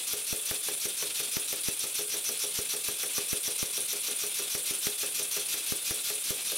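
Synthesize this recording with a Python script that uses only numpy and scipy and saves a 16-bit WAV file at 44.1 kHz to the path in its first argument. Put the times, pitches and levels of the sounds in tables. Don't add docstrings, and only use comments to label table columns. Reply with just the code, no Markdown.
import sys
import numpy as np
from scipy import signal
from scipy.fft import rfft, irfft
from scipy.io import wavfile

SR = 44100
rng = np.random.default_rng(int(sys.argv[2]) if len(sys.argv) > 2 else 0)


def output_pcm(signal):
    pcm = np.clip(np.atleast_2d(signal).T, -1, 1) * 32767
    wavfile.write(sys.argv[1], SR, np.round(pcm).astype(np.int16))


N = 289737
TIME, HZ = np.arange(N) / SR, np.fft.rfftfreq(N, 1 / SR)


def gain_of(db):
    return 10 ** (np.asarray(db) / 20)


def evened(x):
    return x / np.sqrt(np.mean(x ** 2) + 1e-20)


def trace(points, x):
    return np.interp(x, *np.transpose(points))


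def read(points, hz):
    f, value = np.transpose(points)
    return np.interp(np.log(hz + 1), np.log(f + 1), value)


def add(mix, s, sound):
    part = mix[..., round(s * SR):][..., :sound.shape[-1]]
    part += sound[..., :part.shape[-1]]


def bell(centre_hz, width_hz):
    return 1 / (1 + (2 * (HZ - centre_hz) / width_hz) ** 2)


def wander(rate_hz):
    return evened(irfft(rfft(rng.standard_normal(N)) * np.exp(-(HZ / rate_hz) ** 2), N))


# (frequency [Hz], likeness [-1..1])
LIKENESS = [(100, .7), (400, .95), (900, .9), (1500, .98), (3000, .93), (4500, .995), (8000, .995),
            (9600, .98), (11000, .7), (12500, .6), (14200, .1), (16000, .2)]
# (frequency [Hz], difference [dB])
BALANCE = [(100, 1), (1300, 0), (2400, -.5), (4400, 0), (9000, 0), (13000, 3.5), (16000, 0)]


def noise(gain, likeness=LIKENESS, spread=1):
    common, apart = rfft(rng.standard_normal((2, N)))
    same = np.clip(1 - spread * (1 - read(likeness, HZ)), -1, 1)
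    lean = gain_of(read(BALANCE, HZ) / 2)
    mid, side = common * np.sqrt(1 + same), apart * np.sqrt(1 - same)
    return evened(irfft(gain * np.array([(mid + side) * lean, (mid - side) / lean]), N))


# (time [s], speed [turns/s])
SPEED = [(0.0, 4.822), (0.81, 6.02), (1.11, 5.633), (1.42, 6.245), (2.11, 6.706), (3.2, 6.752),
         (3.74, 6.654), (5.06, 6.116), (5.98, 5.189), (6.57, 4.519)]
FIRST_KNOCK_S = 0.1335


def crank_angle():
    turns = np.cumsum(trace(SPEED, TIME)) / SR
    return turns - np.interp(FIRST_KNOCK_S, TIME, turns)


def passes(angle, share):
    turns = np.arange(np.ceil(angle[0] - share), angle[-1] - share)
    return np.interp(turns + share, angle, TIME)


def turn_by_turn(times, scatter_db):
    return np.interp(TIME, times, scatter_db * rng.standard_normal(len(times)))


# (frequency [Hz], relative level [dB/Hz])
ROOM_NOISE = [(20, -60), (55, -40), (90, -9), (145, 2.5), (230, -19), (450, 4), (900, -9), (3000, -2.5),
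              (16000, -64)]


def room_noise():
    likeness = [(150, 0.96), (700, 1.0), (1500, 0.95)]
    return gain_of(-59) * noise(gain_of(read(ROOM_NOISE, HZ)), likeness)


# (frequency [Hz], boost [dB])
COLOUR = [(1184, 5.5), (1421, 9), (1582, 4), (2121, 8), (2325, 7.5), (2457, 8), (2626, 11), (3294, 7),
          (3420, 10), (3466, -3), (3648, 10), (4005, 10), (4180, 2), (4310, 10), (4640, 7.5), (5087, 11),
          (5857, 10), (6022, 9), (6372, 8.5), (6809, 10.5), (7362, 10), (8252, 7), (9016, 5.5), (9265, 4),
          (9603, 1), (9830, 1.5)]


def frame_colour():
    return gain_of(sum(db * bell(hz, width_hz=26.7) for hz, db in COLOUR))


def jet(hiss, angle, flow, flutter_db, flutter_hz, spit_db):
    level_db = trace(flow, angle % 1)
    level_db += flutter_db * wander(flutter_hz) + spit_db * wander(rate_hz=850)
    return hiss * gain_of(level_db)


# (frequency [Hz], relative level [dB/Hz])
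PUFF = [(60, -50), (150, -11.5), (700, -17.5), (1200, -10.5), (1950, -9), (2450, -2), (3600, 0.5),
        (4700, -0.5), (7000, -2), (9000, -4.5), (11000, 0.5), (13000, -0.5), (14300, -5), (16000, -9.5)]
# (share of turn [0-1], relative level [dB])
PUFF_FLOW = [(0, -1.5), (.06, -2.5), (.15, -6.5), (.3, -7.5), (.5, -16), (.658, -7.5), (.69, -1.5),
             (.76, -0.5), (1, 1.5)]
# (time [s], level [dB])
EXHAUST_LEVEL = [(0, 0), (2, -1), (2.8, .4), (3.6, -.4), (5.4, 0.8), (6.57, 0.8)]


def main_puff(angle, colour):
    hiss = noise(colour * gain_of(read(PUFF, HZ)), spread=0.47)
    puff = jet(hiss, angle, PUFF_FLOW, flutter_db=0.84, flutter_hz=55, spit_db=0.94)
    level_db = turn_by_turn(passes(angle, 0), scatter_db=0.5) + trace(EXHAUST_LEVEL, TIME)
    return gain_of(level_db - 34.0) * puff


# (frequency [Hz], width [Hz], relative level [dB])
PIPE = [(5560, 250, -2.5), (5740, 80, -0.5), (6097, 540, -5)]
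# (share of turn [0-1], relative level [dB])
PIPE_FLOW = [(0, -2), (.1, -8), (.3, -14), (.55, -39), (.68, -28), (.73, -9), (.79, -3.5), (1, -4)]
USUAL_TURNS_PER_S, NOTE_DB_PER_TURN_PER_S = 5.95, 2


def pipe_note(angle, colour):
    pipe = np.sqrt(sum(gain_of(db) ** 2 * bell(hz, width) ** 2 for hz, width, db in PIPE))
    hiss = noise(colour * pipe, spread=0.35)
    note = jet(hiss, angle, PIPE_FLOW, flutter_db=2.0, flutter_hz=30, spit_db=1.9)
    haste = trace(SPEED, TIME) - USUAL_TURNS_PER_S
    level_db = turn_by_turn(passes(angle, 0), scatter_db=0.5) + NOTE_DB_PER_TURN_PER_S * haste
    return gain_of(level_db - 37.0) * note


# (frequency [Hz], relative level [dB/Hz])
RETURN = [(60, -40), (300, -7.5), (1000, -11.5), (1950, -11), (2500, -3.5), (3600, 0.5), (4600, -6),
          (6500, -7.5), (10000, -6), (13000, -12.5), (16000, -17.5)]
# (share of turn [0-1], relative level [dB])
RETURN_FLOW = [(0, -8.5), (.153, -3.5), (.21, -1), (.31, -1), (.45, -2.5), (.6, -3), (.66, -11), (1, -5)]


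def return_puff(angle, colour):
    hiss = noise(colour * gain_of(read(RETURN, HZ)), spread=0.21)
    puff = jet(hiss, angle, RETURN_FLOW, flutter_db=2.2, flutter_hz=39.4, spit_db=1.0)
    return gain_of(-38.5) * puff


def spits(times, size_db, scatter_db, t60_s):
    gain, t = np.ones(N), np.arange(SR // 20) / SR
    for s, chance in zip(times, rng.uniform(-1.2, 1, len(times))):
        add(gain, s, gain_of(size_db + scatter_db * chance - 60 * t / t60_s))
    return gain


# (frequency [Hz], relative level [dB/Hz])
LEAK = [(100, -41), (4000, -41), (6700, -13), (7500, -3.5), (8400, -1), (9500, -7.5), (10400, -10),
        (11300, -3), (12500, -7.5), (15000, -7.5), (16000, -12)]
# (share of turn [0-1], relative level [dB])
LEAK_FLOW = [(0, -3.5), (.08, -4.5), (.157, -8.5), (.187, .5), (.27, -0.5), (.42, -3.5), (.58, -0.5),
             (.655, -8), (.695, 0), (.9, -5.5), (1, -1.5)]
# (frequency [Hz], width [Hz], relative level [dB])
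WHISTLES = [(9000, 760, -7), (9726, 940, 0)]
RETURN_AT = 0.182


def whistling_leak(angle, colour):
    hiss = noise(colour * gain_of(read(LEAK, HZ)))
    leak = gain_of(-38.0) * jet(hiss, angle, LEAK_FLOW, flutter_db=0.7, flutter_hz=45, spit_db=0.0)
    for hz, width, db in WHISTLES:
        band = noise(colour * bell(hz, width), spread=0.49)
        whistle = jet(band, angle, LEAK_FLOW, flutter_db=2.5, flutter_hz=53.6, spit_db=1.5)
        leak += gain_of(db - 37.5) * whistle
    returns = passes(angle, RETURN_AT)
    leak *= gain_of(turn_by_turn(returns, scatter_db=0.5))
    return leak * spits(returns, size_db=-10.5, scatter_db=12, t60_s=0.017)


def steam(angle):
    colour = frame_colour()
    exhaust = main_puff(angle, colour) + pipe_note(angle, colour)
    return exhaust + return_puff(angle, colour) + whistling_leak(angle, colour)


def nearest(times, s):
    return np.argmin(abs(times - s))


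HARD_KNOCKS = [.51, .69, 1.02, 2.89, 3.03, 3.18, 4.55, 4.87, 5.03, 5.36, 5.91]
HARD_CLICK_DB, HARD_RING_DB = 3, 1.3
RING_SCATTER_DB, SOFT_CLICK_DB = 0.76, 2.5


def knock_levels(times):
    weight, softness = rng.standard_normal((len(times), 2)).T
    hard = np.isin(np.arange(len(times)), [nearest(times, s) for s in HARD_KNOCKS])
    ring_db = RING_SCATTER_DB * weight + HARD_RING_DB * hard
    click_db = np.where(hard, HARD_CLICK_DB, -SOFT_CLICK_DB * softness ** 2)
    return ring_db, click_db


# (frequency [Hz], relative level [dB], t60 [s], polarity [+1/-1])
BASE = [(152.1, -53.5, 0.29, 1), (327.6, -44, 0.2, 1), (413.6, -36.5, 0.22, 1), (455.3, -52, 0.29, 1),
        (501.5, -44, 0.33, -1), (555, -48.5, 0.3, -1), (622, -42, 0.1, -1), (791, -46.5, 0.069, -1),
        (869, -53, 0.18, 1), (1070, -56, 0.027, -1), (1168, -41, 0.045, -1), (1320, -40.5, 0.04, 1),
        (1582, -50.5, 0.15, 1), (1705, -50, 0.12, -1)]


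def ring(t, scatter_db, detune, swell_s):
    hz, db, t60_s, polarity = np.transpose(BASE)[:, :, None]
    size, shift = rng.standard_normal((2, len(BASE), 1))
    decay = polarity * gain_of(db + scatter_db * size - 60 * t / t60_s)
    modes = decay * np.sin(2 * np.pi * hz * (1 + detune * shift) * t)
    return modes.sum(0) * (1 - np.exp(-t / swell_s))


# (frequency [Hz], relative level [dB/Hz])
CLICK = [(60, -29), (300, -1.5), (1200, -3), (2000, 2.5), (3500, -5), (6000, -30), (10000, -0.5),
         (13200, -2.5), (16000, -5)]


def knocks(times):
    t = np.arange(SR // 3) / SR
    rings, drums, blows = np.zeros((3, N))
    click = gain_of(-29.5 - 60 * t / 0.0054)
    rattle = gain_of(-40 - 60 * t / 0.16)
    drum = gain_of(-45.0 - 60 * t / 0.25) * (1 - np.exp(-t / 0.01))
    for s, weight_db, blow_db in zip(times, *knock_levels(times)):
        add(rings, s, gain_of(weight_db - 4.0) * ring(t, scatter_db=1.5, detune=0.012, swell_s=0.0016))
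        add(drums, s, gain_of(weight_db) * drum)
        add(blows, s, gain_of(blow_db) * (click + rattle))
    bench_gain = bell(centre_hz=444, width_hz=355) * (HZ > 100)
    bench = noise(bench_gain, likeness=[(250, 1.0), (700, 0.76)])
    return rings + drums * bench + blows * noise(gain_of(read(CLICK, HZ)))


def pings(times, ping_db, centre_hz, width_hz, t60_s, scatter_db):
    t, blows = np.arange(SR // 20) / SR, np.zeros(N)
    for s, chance in zip(times, rng.uniform(-1.3, 1, len(times))):
        add(blows, s, gain_of(ping_db + scatter_db * chance - 60 * t / t60_s))
    return blows * noise(bell(centre_hz, width_hz), spread=0.5)


def thud_shape(crest_s, rebound):
    u = np.arange(SR // 30) / SR / crest_s
    return np.exp(-(2.46 * (u - 1)) ** 2) - rebound * np.exp(-(1.05 * (u - 2.6)) ** 2)


# (time [s], relative level [dB], share opposite in left and right [0-1])
THUDS = [(.13, -31, 0.85), (.33, -22.5, 0.8), (.51, -28, 0.56), (.85, -28, 0.91), (1.37, -21, 0.89),
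         (1.53, -34, 0.92), (1.68, -20.5, .89), (1.84, -32, 0.93), (2.29, -35, 0.98), (2.59, -31, 0.3),
         (2.89, -29, .8), (3.18, -25, .89), (3.33, -21, .86), (3.48, -30, .87), (3.63, -21.5, 0.82),
         (4.55, -27, 0.84), (4.71, -28.5, .9), (4.87, -22, .9), (5.72, -21, 0.9), (5.91, -32, 0.13),
         (6.31, -23.5, 0.8)]


def thuds(times, opposite_db, common_db):
    sides = np.array([[0.97], [-1.03]])
    opposite = gain_of(opposite_db) * thud_shape(crest_s=0.0014, rebound=0.42) * sides
    common = gain_of(common_db) * thud_shape(crest_s=0.0026, rebound=0.22)
    out = np.zeros((2, N))
    for s, db, share in THUDS:
        thud = share * opposite - (1 - share) * common
        add(out, times[nearest(times, s)], gain_of(db) * thud)
    return out


def room(x, wet_db, t60_s, apart):
    t = np.arange(SR // 2) / SR
    sparse = rng.random((2, len(t))) < 3000 / SR
    taps = rng.standard_normal((2, len(t))) * sparse * (t > 0.005) * gain_of(-60 * t / t60_s)
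    mid, side = taps / np.linalg.norm(taps, axis=1, keepdims=True)
    tail = np.array([mid + apart * side, mid - apart * side])
    return gain_of(wet_db) * signal.fftconvolve(x, tail, axes=1)[:, :N]


KNOCK_SCATTER_S = 0.0003


def scene():
    angle = crank_angle()
    times = passes(angle, 0)
    times = times + KNOCK_SCATTER_S * rng.standard_normal(len(times))
    blows = knocks(times)
    blows += pings(times, ping_db=-29.0, centre_hz=13000, width_hz=1100, t60_s=0.013, scatter_db=3.5)
    low = thuds(times, opposite_db=4.0, common_db=3)
    tail = room(blows, wet_db=-10.5, t60_s=0.26, apart=0.3)
    return room_noise() + steam(angle) + blows + low + tail


EDGE_HZ = 15850


def record(dry):
    lowpass = signal.firwin(601, EDGE_HZ, window=("kaiser", 8), fs=SR)
    return signal.oaconvolve(dry, lowpass[None], "same")


dry = scene()
out = record(dry)
output_pcm(out)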